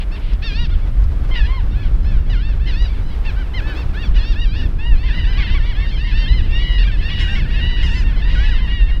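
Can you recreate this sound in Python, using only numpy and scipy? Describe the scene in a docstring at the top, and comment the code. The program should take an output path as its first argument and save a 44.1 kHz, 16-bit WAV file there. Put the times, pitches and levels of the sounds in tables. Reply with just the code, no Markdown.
"""Wind thumps and rumbles on the microphone; small waves wash the sand, with a few dry ticks.
A large flock of gulls lifts off the beach, calling more densely as it passes overhead.
Each voice is a vibrating membrane heard through the throat: one-arch yelps, two-note cries
(some hoarse) and, late on, long wails. Squawks are noise through the throat.
Far birds chatter behind, blurred by scatter off sand and water."""
import sys
import numpy as np
from scipy import signal
from scipy.fft import rfft, irfft
from scipy.io import wavfile
from scipy.ndimage import uniform_filter1d

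SR = 44100
rng = np.random.default_rng(int(sys.argv[2]) if len(sys.argv) > 2 else 0)


def unload_audio(sound):
    """Save the sound as a 16-bit wav file, at the path given as the first command line argument."""
    columns = np.transpose(np.atleast_2d(sound))
    # keep every value between -1 and 1, then stretch to whole-number steps
    steps = np.round(np.clip(columns, -1, 1) * 32767)
    wavfile.write(sys.argv[1], SR, steps.astype(np.int16))


N = 396900
TIME = np.arange(N) / SR

# Levels are relative; the functions add their own gains.
# wind strength: t/s, buffet/dB, rumble/dB
WIND_LEVELS = [(0.0, -18.5, -33), (0.53, -14.5, -26), (1.06, -13, -26), (1.59, -16.5, -26.5),
               (2.12, -11, -22.5), (2.65, -14, -27.5), (3.18, -12.5, -27.5), (3.71, -17.5, -29.5),
               (4.24, -12.5, -26.0), (4.76, -12.5, -25.5), (5.29, -12, -24), (5.82, -13.5, -26.5),
               (6.35, -11.5, -23), (6.88, -11.5, -25), (7.41, -14.5, -22.5), (7.94, -12.5, -24),
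               (8.47, -11, -25), (9.0, -12.5, -27)]
# strongest gusts: t/s, buffet boost/dB
GUST_PEAKS = [(.8, 4), (1.03, 6), (1.44, 6.5), (2.1, -0.5), (4.11, 6.5), (4.46, 4), (4.95, 7.5), (5.5, 2.5),
              (5.75, 7.5), (7.55, 6.5), (8.09, 2.5), (8.28, 4), (8.84, 4.5)]
# large and small eddies: f/Hz, level/dB
BUFFET_SPECTRUM = [(8.8, -26.5), (15, 0), (43, 3.5), (57, -4.5), (90, -24.5), (120, -51), (200, -120)]
RUMBLE_SPECTRUM = [(35, -11), (60, -0.5), (75, 3), (100, -3.5), (150, -9.5), (220, -16), (320, -23),
                   (500, -35.5), (1000, -70.5)]
# wave strength: t/s, wash/dB, fizz/dB
WAVE_LEVELS = [(0.05, -45.5, -70.5), (0.81, -46, -74), (0.98, -42.5, -70), (2.49, -46, -78),
               (2.74, -45.5, -73), (2.98, -43, -70.5), (3.55, -43.5, -71), (3.72, -39, -74),
               (3.8, -40, -71), (4.36, -46, -75.5), (7.59, -45, -73), (7.99, -46.5, -75),
               (8.26, -44.5, -80), (8.9, -47, -79)]
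# water and foam: f/Hz, level/dB
WASH_SPECTRUM = [(100, -29.5), (300, 5), (500, 1), (800, -3), (1300, -4), (2200, -10), (3500, -15.5),
                 (5300, -22.5), (6500, -29.5), (9000, -37.5)]
FIZZ_SPECTRUM = [(2000, -16), (6000, -8), (8000, 8.5), (10000, 7), (13000, 0.5), (16000, 0.5)]
# short rasp of noise at the very start, then toneless squawks and rough call onsets:
# t/s, length/s, level/dB
RASP_BURSTS = [(-.02, 0.07, -38.5), (0.142, 0.051, -42), (0.191, 0.1, -44), (0.26, 0.11, -42.5),
               (0.415, 0.025, -40), (1.328, 0.072, -35), (2.655, 0.077, -49), (3.237, 0.046, -40),
               (4.139, 0.024, -41), (7.175, 0.044, -30.5), (7.803, 0.035, -44), (8.28, 0.06, -38)]
# rasp and squawk colour: f/Hz, level/dB
RASP_SPECTRUM = [(800, -34), (1500, -4), (2100, 3), (3000, 5), (3800, -1), (4800, -7), (6000, -24),
                 (8000, -48)]
# far flock: t/s, level/dB
FLOCK_LEVELS = [(0, -52), (1.2, -53), (1.9, -47.5), (3, -48), (4.5, -59.5), (5.4, -35.5), (6.2, -41),
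                (7.3, -38), (8.4, -37.5), (9, -45)]
# response of throat and air: f/Hz, level/dB
THROAT_RESPONSE = [(700, -20.5), (950, -21.5), (1060, -25), (1400, 2), (1900, -5), (2400, -1), (2900, 0),
                   (3700, -4.5), (4700, -10), (5600, -19.5), (6500, -36.5), (8000, -59.5), (12000, -68)]
# yelps: top t/s, rise/s, fall/s, top f/Hz, scoop/fraction, drop/fraction, level/dB, tilt/(dB/oct)
YELP_CALLS = [ (.148, 0.038, 0.024, 918, .15, 0.18, -39.5, -2),
              (.725, 0.039, .036, 714, 0.43, 0.4, -44, -2), (1.731, .03, 0.034, 906, 0.018, .02, -50, 5),
              (2.086, 0.065, 0.024, 1055, .07, 0.027, -51.5, 13.5),
              (3.098, 0.085, 0.056, 1012, 0.047, 0.061, -56, 20),
              (3.266, .02, 0.054, 912, 0.19, 0.3, -33.5, -5),
              (3.395, 0.038, 0.043, 789, 0.11, 0.21, -45, -4),
              (3.555, 0.023, 0.055, 1055, 0.163, .34, -26.5, -9.5),
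              (3.675, 0.066, 0.087, 874, 0.12, 0.19, -38.5, -8.5),
              (3.71, 0.048, 0.035, 764, 0.05, 0.057, -41, 0), (3.801, 0.058, 0.041, 900, .17, 0.25, -38, 2),
              (4.021, 0.09, 0.037, 931, 0.36, 0.32, -38.5, -3),
              (4.045, .03, .045, 1167, .14, 0.24, -41, 12),
              (4.222, 0.064, 0.038, 945, .21, 0.39, -38, -9.5),
              (4.425, 0.036, 0.039, 959, 0.1, 0.16, -32, -2),
              (4.43, 0.081, 0.026, 944, .17, 0.15, -35, -3.5),
              (4.598, 0.054, 0.043, 892, .16, 0.35, -36.5, 0),
              (4.591, 0.063, 0.033, 973, 0.41, 0.11, -42, -4),
              (4.64, 0.031, 0.038, 904, 0.039, 0.17, -39, -4),
              (4.883, .104, 0.085, 944, 0.17, 0.22, -35.5, -8.5),
              (5.04, 0.083, 0.089, 905, .18, 0.26, -40, 3),
              (5.065, 0.042, 0.053, 1060, 0.19, 0.29, -38, -13),
              (5.055, .025, .06, 1180, 0.033, .28, -47, 1), (5.18, 0.1, 0.14, 942, .18, 0.12, -38, -6),
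              (5.178, 0.067, 0.096, 1010, 0.17, 0.1, -36, -3),
              (5.311, 0.076, 0.047, 1012, 0.28, 0.2, -33, -6.5),
              (5.309, 0.043, .055, 786, 0.078, 0.073, -43.5, -6),
              (5.399, 0.063, 0.058, 834, 0.11, 0.33, -42.5, -10),
              (5.402, 0.033, 0.053, 1220, .24, 0.36, -33.5, -2),
              (5.529, 0.038, 0.031, 928, .23, .17, -31, -1),
              (5.863, 0.12, 0.074, 923, 0.18, 0.12, -36.5, -5.5),
              (5.818, 0.03, .053, 1114, 0.17, .36, -41, -15.5),
              (5.94, 0.06, 0.091, 1063, .15, .23, -38, 8.5),
              (6.052, 0.082, 0.077, 934, .2, 0.13, -37.5, -4),
              (6.078, 0.042, 0.065, 1080, .15, 0.16, -36, -10),
              (6.086, 0.027, 0.054, 1000, 0.22, 0.4, -34, -5),
              (6.205, 0.099, .07, 923, 0.16, 0.076, -31.5, -4.5),
              (6.256, 0.11, 0.097, 1054, 0.12, 0.31, -33, -0.5),
              (6.362, 0.11, .058, 1030, 0.25, 0.26, -31.5, -5),
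              (6.41, 0.014, 0.025, 1050, 0.16, 0.13, -45, -3),
              (6.567, 0.065, 0.042, 924, 0.2, 0.15, -38, 6), (6.71, 0.1, 0.15, 1022, .06, 0.17, -35.5, -7),
              (6.626, 0.027, 0.043, 1134, .12, .21, -39, 2), (6.813, 0.039, .036, 908, .2, .3, -32, -1),
              (6.863, .032, 0.027, 1190, 0.37, 0.23, -34, -3),
              (6.88, 0.018, .042, 806, 0.036, 0.087, -38, -7),
              (6.922, .012, .045, 905, 0.036, .13, -35, -5),
              (7.072, 0.055, 0.046, 909, .18, 0.23, -32, 1.5),
              (7.121, 0.029, 0.043, 1170, 0.24, 0.42, -31.5, -5),
              (7.143, 0.055, 0.062, 890, .22, 0.23, -44, 6), (7.338, .072, 0.06, 934, 0.21, .13, -33.5, -1),
              (7.378, .036, 0.051, 1131, .28, 0.42, -31, -6.5),
              (7.503, 0.059, .035, 945, 0.21, 0.051, -39.5, -10),
              (7.74, 0.17, 0.11, 934, .07, 0.032, -35.5, -6.5),
              (7.895, 0.088, 0.065, 953, 0.16, 0.081, -36, -9),
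              (7.946, 0.054, 0.089, 912, .06, .17, -37, -3),
              (8.081, 0.055, 0.046, 931, 0.085, .08, -38.5, -10),
              (8.133, 0.02, 0.036, 1100, 0.2, 0.27, -46, -19),
              (8.172, .014, 0.052, 1040, 0.036, .12, -36, -4),
              (8.279, 0.07, 0.05, 972, 0.2, 0.08, -35.5, -8), (8.46, 0.25, 0.15, 970, 0.12, 0.17, -35, -5),
              (8.615, 0.089, .08, 1049, .08, 0.29, -37, -13), (8.597, .045, 0.09, 997, .2, 0.26, -44, -9),
              (8.711, 0.021, .048, 1000, 0.14, 0.24, -45, -13),
              (8.897, 0.017, 0.023, 1104, .08, 0.33, -34.5, -7), ]
# light ticks: t/s, level/dB
TICK_HITS = [(0.334, -40.5), (1.04, -41), (1.375, -45), (2.355, -47), (2.96, -54), (3.77, -44)]
# tick colour: f/Hz, level/dB
TICK_SPECTRUM = [(1000, -14), (3000, -12), (5200, 16), (7000, -10), (12000, -11), (16000, -26)]
# two-note cries: t/s; flick, dip, crest delay/s; length/s; flick, dip, crest f/Hz; flick, crest level/dB;
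# flick, crest tilt/(dB/oct); half-pitch tones/dB; overtones/dB; fundamental lift at crest/dB
CRY_CALLS = [ (0.415, 0.035, 0.11, .203, .265, 919, 800, 960, -30, -32, 2, 4, -13, -33, 16),
             (1.302, 0.019, .13, 0.24, 0.32, 1054, 836, 1071, -31, -37, -13, -9.5, -37, -38, 16),
             (1.347, .022, 0.098, .12, 0.13, 965, 815, 825, -28, -37, -6, 2, -20, -27, -2),
             (2.29, 0.0154, .088, 0.19, .262, 985, 702, 907, -34, -41, -0.5, -1.5, -30, -36, 6),
             (2.653, 0.024, 0.092, 0.19, 0.26, 1050, 846, 980, -33, -39.5, -1, 10.5, -18, -27, 0),
             (2.665, 0.031, 0.067, .16, 0.21, 978, 825, 966, -34, -39, -4, -10, -29, -35, -2),
             (4.147, 0.02, 0.063, .158, 0.21, 982, 825, 928, -33.5, -36, 1, 5, -12, -20, 0),
             (4.448, 0.0124, 0.052, 0.16, .205, 800, 771, 955, -42, -40, 3, 3.5, -25, -28, 0),
             (5.363, .024, .096, .158, 0.23, 1138, 877, 1030, -28, -33, -7, -10, -38, -39, 2),
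             (5.538, 0.015, .078, .158, .202, 1144, 884, 982, -29.5, -35, -8, -8, -30, -38, 2),
             (7.184, 0.037, 0.078, 0.14, .23, 1082, 754, 797, -29.5, -41, -10, -10.5, -20, 0.5, 4),
             (7.817, 0.019, 0.084, 0.16, .23, 1069, 864, 1017, -32.5, -33.5, -10.5, -10.5, -27, -2.5, 1),
             (8.288, 0.033, 0.079, 0.18, 0.27, 1070, 727, 867, -37, -37, -9.5, -11, -31, -8, 0), ]
# top overtones, which carry only from overhead: f/Hz, level/dB
OVERTONE_SPECTRUM = [(3500, -49), (5100, -9), (6300, -17), (7300, -20.5), (9000, -29.5), (11500, -38),
                     (13500, -56)]
# wails, one curve each: t/s, f/Hz, level/dB
WAIL_CURVES = [
    [(6.48, 867.6, -43), (6.516, 933.7, -42), (6.542, 897.6, -32), (6.562, 942, -30.5), (6.638, 976, -33.5),
     (6.774, 955, -31), (6.86, 918, -39)],
    [(7.0, 845, -40), (7.034, 890, -39), (7.12, 970, -34), (7.236, 961, -31.5), (7.322, 937, -34.5),
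     (7.358, 978, -35), (7.37, 1020, -41)],
    [(7.53, 840, -46), (7.546, 830, -33.5), (7.57, 887.9, -35.5), (7.628, 958.5, -29), (7.71, 989, -32),
     (7.83, 959.3, -34), (7.862, 950, -39), (7.9, 867.3, -38)],
    [(8.66, 858, -46), (8.674, 924, -35), (8.7, 944.5, -35), (8.75, 968, -34), (8.828, 908, -35),
     (8.89, 910, -43.5), (8.94, 948, -37), (8.99, 950, -47)],
]
# wail harmonics, fundamental first: level/dB
WAIL_PARTIALS_DB = [-23.5, -2.5, 0.5, -10, -24.5, -34.5]


def gain_of(db):
    """Decibels to amplitude."""
    return 10 ** (np.asarray(db) / 20)


def unit_rms(x):
    """Scales to rms 1."""
    return x / np.sqrt(np.mean(x ** 2) + 1e-20)


def db_at(spectrum, hz):
    """Interpolates a spectrum on a log-frequency axis."""
    f, db = np.transpose(spectrum)
    return np.interp(np.log(hz + 1), np.log(f + 1), db)


def follow(rows, t=TIME):
    """A curve's columns at times t."""
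    s, *columns = np.transpose(rows)
    return [np.interp(t, s, c) for c in columns]


def add(mix, start_s, sound):
    """Mixes a sound in at start_s."""
    part = mix[max(round(start_s * SR), 0):][:len(sound)]
    part += sound[:len(part)]


def noise(spectrum):
    """Shaped noise, rms 1."""
    shape = gain_of(db_at(spectrum, np.fft.rfftfreq(N, 1 / SR)))
    return unit_rms(irfft(rfft(rng.standard_normal(N)) * shape, N))


def waver(t, rate_hz):
    """Random line with rate_hz new values a second."""
    return np.interp((t - t[0]) * rate_hz, np.arange(2048), rng.standard_normal(2048))


def wind(buffet_gain_db=-1, rumble_gain_db=1, gust_db=2.5, flurry_db=1.5, thump_s=.036):
    """Large eddies thump the microphone; small ones rumble above them."""
    buffet_db, rumble_db = follow(WIND_LEVELS)
    thumps_db = sum(db * np.exp(-((TIME - s) / thump_s) ** 2) for s, db in GUST_PEAKS)
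    eddies = noise(BUFFET_SPECTRUM)
    eddies /= np.sqrt(uniform_filter1d(eddies ** 2, size=5000) + 1e-6)  # flatten the envelope
    pressure = gain_of(buffet_db + buffet_gain_db + thumps_db + gust_db * waver(TIME, 12)) * eddies
    pressure += gain_of(rumble_db + rumble_gain_db + flurry_db * waver(TIME, 14)) * noise(RUMBLE_SPECTRUM)
    return pressure / (1 + (pressure / .85) ** 6) ** (1 / 6)  # soft clip


def surf(wash_gain_db=3, fizz_gain_db=4, churn_db=2):
    """Small waves swell and churn; foam fizzes on top."""
    wash_db, fizz_db = follow(WAVE_LEVELS)
    water = gain_of(wash_db + wash_gain_db + churn_db * waver(TIME, 40)) * noise(WASH_SPECTRUM)
    foam = gain_of(fizz_db + fizz_gain_db) * noise(FIZZ_SPECTRUM)
    return water + foam


def rasps():
    """A short opening rasp of noise, then squawks: a voice breaking briefly into chaos."""
    envelope = np.zeros(N)
    for start_s, length_s, db in RASP_BURSTS:
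        envelope += gain_of(db) * np.sin(np.pi * np.clip((TIME - start_s) / length_s, 0, 1))
    return envelope * noise(RASP_SPECTRUM)


def syrinx(t, hz, jitter):
    """Phase of a vibrating membrane with trembling pitch."""
    return 2 * np.pi * (np.cumsum(hz * (1 + jitter * waver(t, 485))) / SR + rng.random())


def throat_db(hz, tilt_db_oct):
    """Level of a partial; a higher tilt makes the call brighter."""
    return db_at(THROAT_RESPONSE, hz) + tilt_db_oct * np.log2(np.clip(hz, 1200, 4500) / 2700)


def far_flock(count=150, tilt_db_oct=-3, spread_db=14):
    """Distant calls, one pitch arch each, denser as the flock rises."""
    mix = np.zeros(N)
    for turn, (when, length, pitch, size, skew) in enumerate(rng.random((count, 5))):
        t = np.arange(int((.06 + .12 * length ** 2) * SR)) / SR
        arch = np.sin(np.pi * (t / t[-1]) ** (.5 + .45 * skew)).clip(0)
        hz = (860 + 320 * pitch) * (.74 + .26 * arch)
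        phase = syrinx(t, hz, jitter=.0061)
        voice = sum(gain_of(throat_db(k * hz, tilt_db_oct)) * np.cos(k * phase) for k in range(1, 8))
        start_s = ((turn + when) / count) ** .8 * N / SR
        add(mix, start_s, voice * np.sqrt(arch) * gain_of(spread_db * size))
    return unit_rms(mix) * gain_of(follow(FLOCK_LEVELS)[0])


def beach_scatter(x, t60_s=.23):
    """Sparse, decaying reflections off sand and water."""
    t = np.arange(SR // 2) / SR
    taps = rng.standard_normal(len(t)) * (rng.random(len(t)) < .05)
    taps *= gain_of(-60 * t / t60_s) * (t > .003)
    return signal.oaconvolve(x, taps / np.linalg.norm(taps))[:N]


def partial(k, phase):
    """Tone at k times the pitch, random phase offset."""
    return np.cos(k * phase + 2 * np.pi * rng.random())


def call_gate(t, attack_s=.012):
    """Soft start and stop of a call."""
    attack = np.sin(np.pi / 2 * np.minimum((t - t[0]) / attack_s, 1)) ** 2
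    return attack * signal.windows.tukey(len(t), .08)


def yelp(top_s, rise_s, fall_s, top_hz, scoop, drop, db, tilt_db_oct, fade_db=2.16, flutter_db=2.35):
    """One arch of pitch and level; harmonics slide through the throat's resonances."""
    t = np.arange(-rise_s, fall_s, 1 / SR)
    rising = t < 0
    from_top = np.where(rising, -t / rise_s, t / fall_s)
    sag = .78 * from_top ** np.where(rising, 2, 1.8) + .22 * from_top ** 5.84  # round top, steep ends
    hz = top_hz * (1 - np.where(rising, scoop, drop) * sag)
    hz *= 1 + .01004 * waver(t, 40)
    level_db = db + np.where(rising, -6.5, -14) * from_top ** 3.43
    phase, voice = syrinx(t, hz, jitter=.0033), np.zeros(len(t))
    for k in range(1, 9):
        air_db = fade_db * waver(t, 22.7) + flutter_db * waver(t, 110)  # moving air, per harmonic
        bird_db = 3 * rng.uniform(-1.17, 1)
        voice += gain_of(level_db + throat_db(k * hz, tilt_db_oct) + air_db + bird_db) * partial(k, phase)
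    return top_s - rise_s, voice * call_gate(t)


def ticks(decay_s=.0038):
    """Short dry snaps of noise."""
    envelope, t = np.zeros(N), np.arange(2000) / SR
    for start_s, db in TICK_HITS:
        add(envelope, start_s, gain_of(db) * np.exp(-t / decay_s))
    return envelope * noise(TICK_SPECTRUM)


def glide(t, times_s, values, climb=.75):
    """Eases between values; climb < 1 makes the second move come early."""
    knots = np.arange(len(times_s))
    step, progress = np.divmod(np.interp(t, np.sort(times_s), knots), 1)
    eased = np.sin(np.pi / 2 * progress ** np.where(step > 0, climb, 1)) ** 2
    return np.interp(step + eased, knots, values)


def cry(start_s, flick_s, dip_s, crest_s, length_s, flick_hz, dip_hz, crest_hz, flick_db, crest_db,
        flick_db_oct, crest_db_oct, half_db, overtone_db, lift_db, scoop=.2, drop=.4, flutter_db=3):
    """Flick, dip, broad second note. 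Hoarse birds alternate strong and weak cycles: half-pitch tones."""
    t, turns_s = np.arange(0, length_s, 1 / SR), [flick_s, dip_s, crest_s]
    opening = np.clip(1 - t / flick_s, 0, 1)
    closing = np.clip((t - crest_s) / (length_s - crest_s), 0, 1)
    hz = glide(t, turns_s, [flick_hz, dip_hz, crest_hz])
    hz *= 1 - scoop * opening ** 2 - drop * closing ** 2.8
    level_db = glide(t, turns_s, [flick_db, crest_db - 2.5, crest_db])
    level_db -= 12 * opening ** 2 + 15.5 * closing ** 2.23
    tilt_db_oct = glide(t, turns_s, [flick_db_oct, max(flick_db_oct, crest_db_oct), crest_db_oct])
    phase, voice = syrinx(t, hz, jitter=.0057), np.zeros(len(t))
    for halves in range(2, 32):
        k = halves / 2
        gain = gain_of(throat_db(k * hz, tilt_db_oct))
        gain += gain_of(db_at(OVERTONE_SPECTRUM, k * hz) + overtone_db)
        if k == 1:
            gain *= gain_of(glide(t, turns_s, [0, 0, lift_db]))
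        voice += gain * gain_of(half_db * (halves % 2) + flutter_db * waver(t, 68)) * partial(k, phase)
    rasp = 1 + .14 * waver(t, 900)
    return start_s, gain_of(level_db) * voice * rasp * call_gate(t)


def wail(curve, fade_db=.5, flutter_db=1.7):
    """Long, steady, piercing call led by its third harmonic."""
    t = np.arange(curve[0][0], curve[-1][0], 1 / SR)
    hz, level_db = (uniform_filter1d(c, size=1200, mode="nearest") for c in follow(curve, t))
    phase, voice = syrinx(t, hz, jitter=.0034), np.zeros(len(t))
    for k, db in enumerate(WAIL_PARTIALS_DB, 1):
        air_db = -fade_db * waver(t, 17.6) + flutter_db * waver(t, 90)
        voice += gain_of(level_db + db + air_db) * partial(k, phase)
    return t[0], voice * signal.windows.tukey(len(t), .1)


def gulls(wail_gain_db=3, near_scatter_db=-20, far_scatter_db=-11):
    """Near birds almost dry, far ones blurred by scatter."""
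    near, far = np.zeros(N), far_flock()
    for start_s, voice in [yelp(*row) for row in YELP_CALLS] + [cry(*row) for row in CRY_CALLS]:
        add(near, start_s, voice)
    for start_s, voice in map(wail, WAIL_CURVES):
        add(near, start_s, gain_of(wail_gain_db) * voice)
    return near + far + beach_scatter(gain_of(near_scatter_db) * near + gain_of(far_scatter_db) * far)


def scene():
    """Birds, wind, water and ticks at one microphone."""
    return (gulls() + rasps() + wind() + surf() + ticks())[None]


def record(dry, cutoff_hz=15700):
    """The recorder's band limit."""
    lowpass = signal.firwin(2047, cutoff_hz, window=("kaiser", 9), fs=SR)
    return signal.oaconvolve(dry, lowpass[None], "same")


dry = scene()
out = record(dry)
unload_audio(out)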